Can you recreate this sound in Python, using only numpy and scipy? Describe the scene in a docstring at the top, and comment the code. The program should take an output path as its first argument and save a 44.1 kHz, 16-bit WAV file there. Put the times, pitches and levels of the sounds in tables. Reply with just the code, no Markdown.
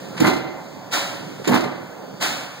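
"""Under a bridge, an air-driven pile hammer strikes twice: the valve spits, the ram cracks on the steel, and the
thud returns from piers and deck. Exhaust air blasts as the ram is lifted, then leaks until the next blow.
Pile and steel are decaying modes driven by pulses and noise; air, clatter and crack are shaped noise.
Site machinery drones behind with faint whines and dull knocks; blows and exhaust excite a long open echo."""
import sys
import numpy as np
from scipy import signal
from scipy.fft import rfft, irfft
from scipy.io import wavfile
from scipy.ndimage import uniform_filter1d

SR = 44100
rng = np.random.default_rng(int(sys.argv[2]) if len(sys.argv) > 2 else 0)


def master_out(mix):
    """Clip the mix to full scale and print it as 16-bit PCM to the path in sys.argv[1]."""
    frames = np.transpose(np.atleast_2d(mix))
    ceiling = np.clip(frames, -1, 1)
    pcm = np.round(ceiling * 32767).astype(np.int16)
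    wavfile.write(sys.argv[1], SR, pcm)


N = 114660
T = np.arange(N) / SR  # seconds

# Spectrum of the machinery noise. Each row: frequency in Hz, relative level in dB.
DRONE_SPECTRUM = [(60, -1), (105, 2), (200, 1.3), (320, 0), (700, 1.5), (1300, -7), (2500, -16.5),
                  (5000, -19), (7500, -24), (10000, -34), (13000, -30), (16000, -26.5)]
# Machinery tones. Each row: mean frequency in Hz, amplitude in dB about which it wavers.
WHINES = [(4600, -63), (6554, -67.5)]
# Faint low knocks. Each row: time in seconds, level in dB before a common lift.
KNOCKS = [(0.102, -35), (0.137, -29), (0.783, -39), (1.4, -24.5), (1.419, -28), (1.66, -20.5)]
# Modes of a knock. Each row: frequency in Hz, level in dB, 60 dB decay time in seconds.
KNOCK_MODES = [(188, -9.5, 0.066), (410, -0.5, 0.025)]
# Reverberation of the open site. Each row: frequency in Hz, 60 dB decay time in seconds.
ECHO_DECAY = [(120, 1.09), (250, 0.49), (500, 1.28), (1000, 0.83), (2000, 1), (4000, 0.73), (8000, 0.39),
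              (16000, 0.4)]
# Air releases. Each row: start in seconds, length of the steady flow in seconds, level in dB.
EXHAUSTS = [(-.36, .28, -24), (0.905, 0.304, -25), (2.195, 0.285, -25)]
# Spectrum of the exhaust jet. Each row: frequency in Hz, relative level in dB.
JET_SPECTRUM = [(100, -36), (280, -6), (480, -9), (750, 0), (950, -3.5), (1200, -1.5), (1450, -1.5),
                (1900, -4), (2500, -5), (4200, -6), (8000, -12.5), (11000, -23), (16000, -19)]
# Ram strikes. Each row: start in seconds, level in dB, treble level in dB, steel ring level in dB.
BLOWS = [(0.2014, -0.66, 1, 1.5), (1.4748, -0.32, -0.5, -3.5)]
# Repeated arrivals of a blow. Each row: delay in seconds, thud in dB, clatter in dB, treble in dB.
ARRIVALS = [(.001, -11, -21.5, -24), (0.013, -9, -24.5, -59), (0.02, -10, -27.5, -56),
            (.032, -25, -31, -54), (.041, -7.5, -14.5, -48), (0.056, -16, -21.5, -30),
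            (.066, -13, -22, -25), (0.077, -11, -20, -39), (0.096, -21.5, -28, -34),
            (0.13, -23, -39, -32.5), (.162, -23, -27, -38)]
# Modes of the pile body. Each row: frequency in Hz, level in dB, 60 dB decay time in seconds.
PILE_MODES = [(139, -10, 0.27), (190, -25.5, 0.093), (244.4, -6.5, 0.23), (307, -1.5, 0.24),
              (338.6, 4, 0.21), (370, -18, 0.18)]
# Modes of leader frame and pile wall. Each row: frequency in Hz, level in dB, 60 dB decay time in seconds.
STEEL_MODES = [(648.5, -10.5, 0.23), (745.7, -6, 0.2), (1012.6, -14, 0.29), (1196, -8.5, 0.26),
               (1397, -12.5, .25), (1811, -42, 0.6), (2042, -6, 0.18), (2065, -19.5, 0.93),
               (2755, -19, 0.15), (2630, -31, 0.092), (4080, -23, .3), (4140, -22, 0.34), (6400, -40, 0.31)]
# Spectrum of the rumble under the thud. Each row: frequency in Hz, relative level in dB.
BOOM_SPECTRUM = [(90, -14), (130, -9), (250, 5.7), (350, 5), (500, -8), (900, -33.5)]
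# Spectrum of the clatter. Each row: frequency in Hz, relative level in dB.
CLATTER_SPECTRUM = [(80, -17), (150, -16), (400, 1.5), (800, 1.8), (1500, -2.5), (2500, -9.5), (4500, -20),
                    (8000, -35)]
# Spectrum of the treble fizz. Each row: frequency in Hz, relative level in dB.
TREBLE_SPECTRUM = [(1200, -32), (2500, 3), (4500, 0.8), (8000, -8), (11000, -15.5), (16000, -12.5)]
# Spectrum of the valve's spit. Each row: frequency in Hz, relative level in dB.
SPIT_SPECTRUM = [(200, -22), (800, 0.5), (2000, 1.2), (4500, -6), (8000, -16), (16000, -35)]
# Weight of the far side. Each row: frequency in Hz, weight from 0 to 1.
FAR_SIDE = [(100, .3), (300, .5), (600, .3), (1500, .45), (4000, .5), (9000, .6), (12000, .7)]
# Phase added to the lead between the ports. Each row: frequency in Hz, phase in radians.
PORT_TURN = [(86, -4.7), (172, -4.1), (258, -2.9), (345, -.5), (474, .6), (560, 1.1), (800, 1.2),
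             (1000, .7), (1400, 0)]
# Scattered sound, different at each port. Each row: frequency in Hz, linear gain.
SCATTER = [(60, 0.47), (150, 0.64), (280, 0.67), (450, 0.56), (1000, 0.51), (3000, 0.14), (8000, 0.14)]
# Balance of the direct and scattered sound. Each row: frequency in Hz, left minus right in dB.
BALANCE = [(60, 7), (130, -2.5), (250, -6.5), (400, -5.5), (600, -3), (1500, -0.06)]

DRONE_DB, PATCHY_DB = -36.5, 2
KNOCK_LIFT_DB = 4
ECHO_DB, JET_ECHO_DB, ECHO_GAP_S = -10, -9, 0.024
JET_RISE_S, JET_FALL_DB_PER_S, JET_SHUT_S = 0.033, 87.5, 0.02
BLAST_DB, BLAST_T60 = 7, 0.42  # first rush, relative to the steady flow; t60 = 60 dB decay time in s
LEAK_DB, LEAK_T60 = -15, 4.6  # escaping air, relative to the steady flow
THUD_DB, STEEL_DB = -9, -32
BOOM_DB, BOOM_RISE_S, BOOM_T60 = -5.5, 0.0043, 0.075
CLATTER_RISE_S, CLATTER_T60 = 0.0057, 0.14
TREBLE_RISE_S, TREBLE_T60 = 0.003, 0.14
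CRACK_HZ, CRACK_EDGE_HZ = 7046, 520  # centre, and distance to the points 30 dB down
CRACK_DB, CRACK_RISE_S, CRACK_T60 = -21.5, 0.00033, 0.045
SNAP_DB, SNAP_RISE_S, SNAP_T60 = -21, 0.001, 0.076
SPIT_DB, SPIT_LEAD_S, SPIT_RISE_S, SPIT_T60 = -27.5, 0.035, 0.007, 0.39
GRAIN_DB, GRAIN_S = 2.5, 0.003  # depth and length of the lumps in clatter and spit
PORT_LAG = 16  # samples between the microphone ports
LOW_CUT_HZ, EDGE_HZ, SOFT_CEILING = 118, 15750, 1.6
MIC_RUMBLE_DB, SHAKEN = -71.5, 19  # quiet level, and its growth per unit of loudness


def gain_of(db):
    """Amplitude ratio from the logarithmic level."""
    return 10 ** (np.asarray(db) / 20)


def evened(x):
    """Normalisation by mean power, to an rms of 1."""
    return x / np.sqrt(np.mean(x ** 2) + 1e-20)


def read(points, hz):
    """Interpolation along a logarithmic frequency axis."""
    f, value = np.transpose(points)
    return np.interp(np.log(hz + 1), np.log(f + 1), value)


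def noise(spectrum):
    """Spectral shaping of white noise: two unrelated noises of one colour, joint rms 1."""
    hz = np.fft.rfftfreq(N, 1 / SR)
    white = rfft(rng.standard_normal((2, N)))
    return evened(irfft(white * gain_of(read(spectrum, hz)), N))


def burst(start, rise_s, t60):
    """Transient envelope: a linear rise multiplied by exponential decay."""
    t = np.maximum(T - start, 0)
    return np.minimum(t / max(rise_s, 1e-4), 1) * gain_of(-60 * t / t60)


def ring(modes):
    """Modal superposition: one second of exponentially damped sinusoids."""
    t = T[:SR]
    return sum(gain_of(db - 60 * t / t60) * np.sin(2 * np.pi * hz * t) for hz, db, t60 in modes)


def drone():
    """Superposed engines and compressors far off: patchy broadband noise and faint wavering tones."""
    hz, t, z = signal.stft(noise(DRONE_SPECTRUM), SR, nperseg=1024)
    patches = uniform_filter1d(rng.standard_normal(z.shape[1:]), 10, 0)  # smooth over frequency
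    patches = evened(uniform_filter1d(patches, 12, 1))  # smooth over time
    patchy = signal.istft(z * gain_of(PATCHY_DB * patches), SR, nperseg=1024)[1][:, :N]
    bed = gain_of(DRONE_DB) * evened(patchy)
    for hz, db in WHINES:
        waver = evened(uniform_filter1d(rng.standard_normal(N), 3000))
        phase = 2 * np.pi * np.cumsum(hz + 12 * waver) / SR
        bed = bed + gain_of(db + 3.6 * waver) * np.sin(phase)
    return bed


def knocks():
    """Impulse response of two damped modes: faint dull knocks from the near side."""
    taps = np.zeros(N)
    for s, db in KNOCKS:
        taps[round(s * SR)] = gain_of(db + KNOCK_LIFT_DB)
    return signal.fftconvolve(taps, ring(KNOCK_MODES))[:N] * [[1], [0]]


def echo(x):
    """Reverberation by convolution with sparse random taps, each band decaying at its own rate."""
    shape = (2, SR + SR // 2)
    taps = rng.choice([-1., 1.], shape) * (rng.random(shape) < .06)
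    hz, t, z = signal.stft(taps, SR, nperseg=512)
    decay = gain_of(-60 * t / read(ECHO_DECAY, hz)[:, None])
    tail = signal.istft(z * decay, SR, nperseg=512)[1]
    tail = tail * np.minimum(np.arange(tail.shape[1]) / (SR * ECHO_GAP_S), 1)  # gradual onset
    return signal.fftconvolve(x, tail / np.linalg.norm(tail[0]), axes=1)[:, :N]


def exhausts():
    """Turbulent jet noise follows the flow: a rush, a sagging flow the valve shuts, a leak until the ram falls."""
    flow = np.zeros(N)
    for s, length, db in EXHAUSTS:
        t = np.maximum(T - s, 0)
        opening = np.minimum(t / JET_RISE_S, 1) ** 2
        shutting = np.clip((length - t) / JET_SHUT_S, 0, 1)
        steady = gain_of(-JET_FALL_DB_PER_S * t) * shutting
        next_blow = min([blow for blow, *_ in BLOWS if blow > s] + [N / SR])
        leak = gain_of(LEAK_DB - 60 * t / LEAK_T60) * (T < next_blow)
        rush = gain_of(BLAST_DB - 60 * t / BLAST_T60)
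        flow += opening * gain_of(db) * (steady + leak + rush)
    return flow * noise(JET_SPECTRUM)


def blows():
    """Impact excitation: each arrival pushes the pile's modes, rumbles, and clatters to shake the steel."""
    push, boom, shake, fizz, crack, snap, spit, rung = np.zeros((8, N))
    for s, db, bright_db, ring_db in BLOWS:
        for delay, thud_db, clatter_db, treble_db in ARRIVALS:
            at = s + delay
            clatter = burst(at, CLATTER_RISE_S, CLATTER_T60)
            push[round(at * SR)] += gain_of(db + thud_db)
            boom += gain_of(db + thud_db + BOOM_DB) * burst(at, BOOM_RISE_S, BOOM_T60)
            shake += gain_of(db + clatter_db) * clatter
            rung += gain_of(ring_db + clatter_db) * clatter
            fizz += gain_of(bright_db + treble_db) * burst(at, TREBLE_RISE_S, TREBLE_T60)
        crack += gain_of(db + CRACK_DB) * burst(s, CRACK_RISE_S, CRACK_T60)
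        snap += gain_of(db + SNAP_DB) * burst(s, SNAP_RISE_S, SNAP_T60)
        spit += gain_of(db + SPIT_DB) * burst(s - SPIT_LEAD_S, SPIT_RISE_S, SPIT_T60)
    thud = gain_of(THUD_DB) * signal.fftconvolve(push, ring(PILE_MODES))[:N] * [[1], [0]]  # near side only
    rough_drive = rung * rng.standard_normal((2, N))
    steel = signal.fftconvolve(rough_drive, ring(STEEL_MODES)[None], axes=1)[:, :N]
    narrow = [(CRACK_HZ - CRACK_EDGE_HZ, -30), (CRACK_HZ, 0), (CRACK_HZ + CRACK_EDGE_HZ, -30)]
    impact = crack * noise(narrow) + snap * noise([(1000, 3), (5000, -5), (16000, -20)])
    grain = evened(uniform_filter1d(rng.standard_normal(N), round(GRAIN_S * SR)))
    lumps = evened(gain_of(GRAIN_DB * grain))
    rattle = lumps * (shake * noise(CLATTER_SPECTRUM) + spit * noise(SPIT_SPECTRUM))
    rumble = boom * noise(BOOM_SPECTRUM)
    treble = fizz * noise(TREBLE_SPECTRUM)
    return thud + rumble + rattle + treble + gain_of(STEEL_DB) * steel + impact


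def scene():
    """Linear superposition: channel 0 arrives from the near side, channel 1 from the far side."""
    background = drone() + knocks()
    air, hit = exhausts(), blows()
    return background + air + hit + echo(gain_of(ECHO_DB) * hit + gain_of(JET_ECHO_DB) * air)


def record(dry):
    """Phase difference between two ports: each side appears inverted and advanced in the other port."""
    hz = np.fft.rfftfreq(N, 1 / SR)
    far = np.clip(read(FAR_SIDE, hz), 0, 1)
    near_side, far_side = rfft(dry) * [np.sqrt(1 - far ** 2), far]
    lead = np.exp(1j * (2 * np.pi * hz * PORT_LAG / SR + read(PORT_TURN, hz)))
    smear = rng.standard_normal((2, 2000)) * gain_of(-np.arange(2000) / 60)  # short decaying noise
    scattered = rfft(smear / np.linalg.norm(smear[0]), N) * read(SCATTER, hz) * rfft(dry)
    pair = np.array([near_side - far_side * lead, far_side - near_side * lead]) + scattered
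    tilt = gain_of(read(BALANCE, hz) / 2)
    pair = irfft(pair * [tilt, 1 / tilt], N)
    pair = signal.sosfilt(signal.butter(6, LOW_CUT_HZ, "high", fs=SR, output="sos"), pair)
    pair = SOFT_CEILING * np.tanh(pair / SOFT_CEILING)  # soft overload
    loudness = uniform_filter1d(abs(pair).mean(0), 2000)
    rumble = noise([(20, 0), (60, 2), (100, -1), (200, -40)])
    pair = pair + gain_of(MIC_RUMBLE_DB) * (1 + SHAKEN * loudness) * rumble  # grows with loud sound
    band_limit = signal.firwin(511, EDGE_HZ, window=("kaiser", 9), fs=SR)
    return signal.oaconvolve(pair, band_limit[None], "same")


dry = scene()
out = record(dry)
master_out(out)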